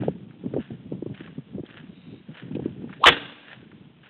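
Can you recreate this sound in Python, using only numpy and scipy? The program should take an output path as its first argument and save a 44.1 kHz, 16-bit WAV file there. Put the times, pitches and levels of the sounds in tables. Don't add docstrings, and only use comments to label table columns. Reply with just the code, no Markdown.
import sys
import numpy as np
from scipy import signal
from scipy.fft import rfft, irfft
from scipy.io import wavfile

SR = 44100
rng = np.random.default_rng(int(sys.argv[2]) if len(sys.argv) > 2 else 0)


def bounce(signal):
    frames = np.transpose(np.atleast_2d(signal))
    limited = np.clip(frames, -1, 1)
    pcm = np.round(limited * 32767).astype(np.int16)
    wavfile.write(sys.argv[1], SR, pcm)


N = 180413
T = np.arange(N) / SR


def undb(db):
    return np.exp(np.asarray(db) * np.log(10) / 20)


def unit(x):
    return x / np.sqrt(np.mean(x ** 2))


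def colour(x, points, size=4096):
    hz, db = np.transpose(points)
    f = np.maximum(np.fft.rfftfreq(size, 1 / SR), 1)
    shape = undb(np.interp(np.log(f), np.log(hz), db))
    gain = unit(shape / (1 + (f / hz[-1]) ** 8))
    cepstrum = irfft(np.log(gain))
    cepstrum[1:size // 2] *= 2
    cepstrum[size // 2 + 1:] = 0
    impulse = irfft(np.exp(rfft(cepstrum)))
    return signal.oaconvolve(x, impulse)[:N]


def resonate(x, hz, width_hz):
    b, a = signal.iirpeak(hz, hz / width_hz, fs=SR)
    return signal.lfilter(b, a, x)


def grains(per_s, spread_db):
    sizes = undb(spread_db * np.minimum(rng.exponential(size=N), 4))
    hits = rng.random(N) < per_s / SR
    return unit(hits * sizes * rng.standard_normal(N))


def wander(per_s):
    curve = signal.resample_poly(rng.standard_normal(8192), 8, 1)
    return np.interp(T * per_s * 8, np.arange(len(curve)), curve)


def add(out, at_s, sound):
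    start = int(round(at_s * SR))
    lo, hi = np.clip([start, start + len(sound)], 0, N)
    out[lo:hi] += sound[lo - start:hi - start]


def swells(rows):
    out = np.zeros(N)
    for at_s, db, half_s in rows:
        t = np.arange(-np.pi * half_s, np.pi * half_s, 1 / SR)
        add(out, at_s + t[0], undb(db) * np.exp(-(t / half_s) ** 2))
    return out


def ring(modes, at_s, build_s):
    out, age = np.zeros(N), T[:SR // 2]
    tones = np.zeros(len(age))
    for hz, db, t60_s in modes:
        tones += undb(db - 60 * age / t60_s) * np.sin(2 * np.pi * (hz * age + rng.random()))
    add(out, at_s, (1 - np.exp(-age / build_s)) * tones)
    return out


def yard(air_db=-62.5, drag_db=-59, drag_hz=3700):
    # (frequency [Hz], level [dB])
    air_spectrum = [(40, -6), (150, -12), (500, 1), (1000, -2), (2000, -4.5), (3300, -0.5), (4500, -12.5)]
    air = undb(air_db + 0.88 * wander(23)) * colour(grains(5500, 1.5), air_spectrum)
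    rub = grains(4400, 4.7)
    high = resonate(resonate(rub, drag_hz, 420), drag_hz, 320)
    low = resonate(rub, 2630, 750)
    slither = unit(high + 0.65 * low)
    return air + swells([(2.08, drag_db, 0.16)]) * slither


def eddies(flow, over_db=3.5, scatter_db=3.0, count=130, centre_hz=212, spread_oct=0.53):
    when, size, pitch = rng.uniform(-1, 1, (count, 3)).T
    at_s = (np.arange(count) + .5 + when / 2) * T[-1] / count
    db = 20 * np.log10(np.interp(at_s, T, flow)) + over_db + scatter_db * size
    return list(zip(at_s, db, centre_hz * 2 ** (spread_oct * pitch)))


def wind(puff_db=-1.5, breeze_db=-3, flutter_db=2, tear_db=-17, lull_db=2.5, wake_db=-6.5, wake_s=0.0068):
    # (time [s], level [dB])
    calm = [(0, -49), (1.2, -46), (1.9, -48), (2.4, -53.5), (2.95, -48.5), (3.4, -55.5), (3.6, -50),
            (3.83, -48.5), (4.05, -59.5)]
    # (time [s], level [dB], half length [s])
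    gusts = [(.03, -26.5, 0.079), (.22, -42.5, 0.12), (.46, -32.5, 0.03), (.56, -27.5, 0.04),
             (.73, -37, 0.038), (.85, -42.5, 0.027), (.94, -33, 0.049), (1.1, -32, 0.033), (1.56, -33, .04),
             (1.9, -39, 0.02), (2.12, -38, 0.054), (2.3, -36.5, 0.021), (2.45, -32.5, 0.026),
             (2.61, -29.5, 0.088), (2.83, -34.5, 0.098)]
    # (time [s], level [dB], pitch [Hz])
    hard_puffs = [(0.022, -23, 338), (.035, -22, 554), (0.083, -9, 434), (.439, -27, 327),
                  (0.461, -17, 226), (.539, -18.5, 393), (.565, -13.5, 372), (0.573, -19.5, 470),
                  (0.584, -17, 266), (.707, -25.5, 217), (0.922, -21.5, 326), (.928, -21.5, 172),
                  (1.025, -20.5, 320), (1.063, -20, 325), (1.209, -26.5, 272), (1.382, -22, 213),
                  (1.583, -23, 353), (1.596, -23, 287), (1.636, -26, 313), (2.512, -24, 220),
                  (2.553, -19.5, 256.4), (2.568, -22.5, 365), (2.595, -20, 336), (2.659, -13.5, 286),
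                  (2.842, -24.5, 247)]
    # (frequency [Hz], level [dB])
    buffet = [(25, -39.5), (60, -16), (130, 2.5), (200, 2.5), (310, -6.5), (450, -14), (700, -30.5),
              (1200, -46), (4000, -62.5)]
    # (frequency [Hz], level [dB])
    tear = [(100, -10.5), (300, 5), (550, -2), (900, -8.5), (1500, -30.5), (3500, -30)]
    rise_cycles, fall_cycles, sag_cycles = 0.29, 0.82, 0.21

    s, db = np.transpose(calm)
    breeze = undb(np.interp(T, s, db) + lull_db * wander(16))
    flow = np.hypot(breeze, swells(gusts))
    out, push = np.zeros(N), np.zeros(N)
    t = np.arange(-.015, .04, 1 / SR)
    puffs = hard_puffs + eddies(flow)
    for (at_s, level_db, hz), turn in zip(puffs, rng.random(len(puffs))):
        cycles = t * hz
        bump = 2 / (np.exp(-cycles / rise_cycles) + np.exp(cycles / fall_cycles))
        envelope = undb(level_db + puff_db) * bump
        wave = np.sin(2 * np.pi * (cycles + sag_cycles * np.tanh(2 * cycles + 1) + turn))
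        add(out, at_s + t[0], envelope * wave)
        add(push, at_s + t[0], envelope)
    linger = np.exp(-1 / (wake_s * SR))
    wake = signal.lfilter([1 - linger], [1, -linger], push)
    strength = np.hypot(undb(breeze_db) * flow, undb(wake_db) * wake)
    flutter = unit(undb(flutter_db * wander(70)) * rng.standard_normal(N))
    rumble = colour(strength * flutter, buffet)
    return out + rumble + undb(tear_db) * colour(push * rng.standard_normal(N), tear)


def tread(at_s, db, grind_s, heel_s=.012, lift_s=.035):
    early, late = np.maximum(at_s - T, 0), np.maximum(T - at_s - grind_s, 0)
    return undb(db) * np.exp(-early / heel_s - late / lift_s)


def footsteps(ring_s=0.042, stone_width_hz=1100, stone_db=0.5, grit_db=-1.5, crunch_db=2.5):
    # (time [s], level [dB], grind [s])
    steps = [(.02, -50, .03), (.6, -51.5, 0.051), (1.145, -51, .12), (1.664, -52, .14), (2.36, -45.5, .035),
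             (2.633, -53, .02), (2.919, -52, .02), (3.481, -47, .04), (4.04, -54.5, .1)]
    # (frequency [Hz], level [dB])
    gravel = [(100, -38.5), (500, -2.5), (1100, -7), (1650, 4), (2200, -5), (2900, 0), (3450, -4.5),
              (4000, -9)]
    # (time [s], level [dB], pitch [Hz])
    stones = [(0.021, -35.5, 1400), (0.3075, -46.5, 1620), (.537, -37.5, 1150), (1.149, -42.5, 2510),
              (1.203, -39.5, 1740), (1.275, -36, 1000), (1.662, -42.5, 3160), (1.781, -38.5, 1740),
              (2.5496, -36.5, 2640), (2.893, -40, 1070), (2.9272, -34, 1650), (3.5142, -34, 1732),
              (3.7151, -42, 1420)]
    settle_db, settle_half_s = -9.5, 0.14
    settling = swells([(at_s + grind_s, db + settle_db, settle_half_s) for at_s, db, grind_s in steps])
    treads = sum(tread(*row) for row in steps)
    weight = np.hypot(treads, settling) * undb(grit_db + crunch_db * wander(90))
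    out = colour(weight * grains(3000, 3.3), gravel)
    age = T[:SR // 20]
    for at_s, db, hz in stones:
        scrape = undb(-60 * age / ring_s) * rng.standard_normal(len(age))
        knock = resonate(resonate(scrape, hz, stone_width_hz), hz, stone_width_hz)
        add(out, at_s, undb(db + stone_db) * knock / np.abs(knock).max())
    return out


def truck(at_s=3.075, build_s=0.005, ring_db=-33.5, shimmer_db=3):
    # (frequency [Hz], relative level [dB], t60 [s])
    steel = [(287.5, 2.5, 0.67), (432, -8, 0.41), (469, 3.5, 0.5), (1065, -6, 0.39), (1588, 1, 0.62),
             (1864, 11, 0.27), (2450, -13, 0.93), (2820, 2.5, 0.53), (2930, -7.5, 0.87), (3680, -1, 0.39)]
    return undb(ring_db + shimmer_db * wander(40)) * ring(steel, at_s, build_s)


def housing(at_s=3.064, build_s=.012, ring_db=9.5):
    # (frequency [Hz], relative level [dB], t60 [s])
    body = [(466, -24, .17), (928, -21, 0.11), (985, -23.5, .1), (1091, -22.5, .09), (1360, -24.5, 0.033),
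            (1573, -9.5, 0.099), (1856, -22, .1), (2010, -21.5, .09), (2470, -23.5, 0.12),
            (2691, -20.5, .12), (2917, -16, 0.086), (3040, -22, 0.15), (3360, -15, .1)]
    return undb(ring_db) * ring(body, at_s, build_s)


def swish(waver=0.07, rough=0.6, rasp_db=-15, rasp_hz=3400):
    # (time [s], mean pitch [Hz], level [dB])
    lash = [(2.985, 300.5, -54), (3.007, 400.1, -45), (3.021, 618, -40), (3.034, 970, -30.5),
            (3.04, 1075, -26.5), (3.056, 1097, -30), (3.066, 1197, -53)]
    # (time [s], level [dB], half length [s])
    surges = [(3.0381, -13.5, 0.00049), (3.0415, -3, 0.002), (3.0486, -8, 0.0021), (3.0552, -7, 0.00094)]
    s, hz, db = np.transpose(lash)
    pitch_hz = np.interp(T, s, hz) * (1 + waver * wander(400))
    phase = 2 * np.pi * np.cumsum(pitch_hz) / SR
    rush = undb(np.interp(T, s, db, left=-120, right=-120))
    surge, tone = swells(surges), np.sin(phase)
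    rough_tone = wander(500) * tone + wander(500) * np.cos(phase)
    vortices = (1 - rough) * tone + 2 * rough * rough_tone
    rasp = unit(resonate(resonate(rng.standard_normal(N), rasp_hz, 1700), rasp_hz, 1700))
    return rush * vortices + surge * tone + undb(rasp_db) * (rush + surge) * rasp


def cluster(at_s, db, hold_s, t60_s):
    return (T >= at_s) * undb(db - 60 * np.maximum(T - at_s - hold_s, 0) / t60_s)


def crack(near_db=-1.0, far_db=-1, patchy_db=1.5, near_count=2):
    # (time [s], level [dB], hold [s], t60 [s])
    echoes = [(3.058, -8.5, 0.0028, 0.015), (3.064, -6, 0.023, 0.044), (3.089, -20.5, 0.034, 0.18),
              (3.165, -32.5, 0.017, 0.034), (3.197, -38.5, 0.018, 1), (3.283, -68, 0.0088, 0.14)]
    # (frequency [Hz], level [dB])
    near_spectrum = [(30, -17.5), (62, -6.5), (110, -15), (200, -10.5), (480, -5.5), (720, -5.5),
                     (1050, -1), (1500, 0.5), (2000, 1.5), (2700, -4.5), (3100, 1.5), (3550, -2),
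                     (3900, -14), (4500, -9)]
    # (frequency [Hz], level [dB])
    far_spectrum = [(40, -13), (150, 1), (300, 2), (480, -1.5), (750, -3.5), (1380, -4), (1590, 2.5),
                    (1760, -3), (2300, -4.5), (2800, 0.5), (3130, -4.5), (3450, 1.5), (3900, -7),
                    (4500, -10.5)]
    near = sum(cluster(*row) for row in echoes[:near_count]) * rng.standard_normal(N)
    far = sum(cluster(*row) for row in echoes[near_count:]) * grains(14000, 0.63)
    far_gain = undb(far_db + patchy_db * wander(110))
    return undb(near_db) * colour(near, near_spectrum) + far_gain * colour(far, far_spectrum)


def scene():
    whip = swish() + crack() + housing() + truck()
    return (whip + footsteps() + wind() + yard())[None]


def record(dry, mic_low_hz=44.7, mic_high_hz=3900, overload=0.76, knee=16, top_hz=15800):
    narrow = signal.sosfilt(signal.butter(16, mic_high_hz, fs=SR, output="sos"), dry)
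    narrow = signal.sosfilt(signal.butter(2, mic_low_hz, "high", fs=SR, output="sos"), narrow)
    clipped = narrow / (1 + np.abs(narrow / overload) ** knee) ** (1 / knee)
    return signal.sosfilt(signal.ellip(10, .2, 80, top_hz, fs=SR, output="sos"), clipped)


dry = scene()
out = record(dry)
bounce(out)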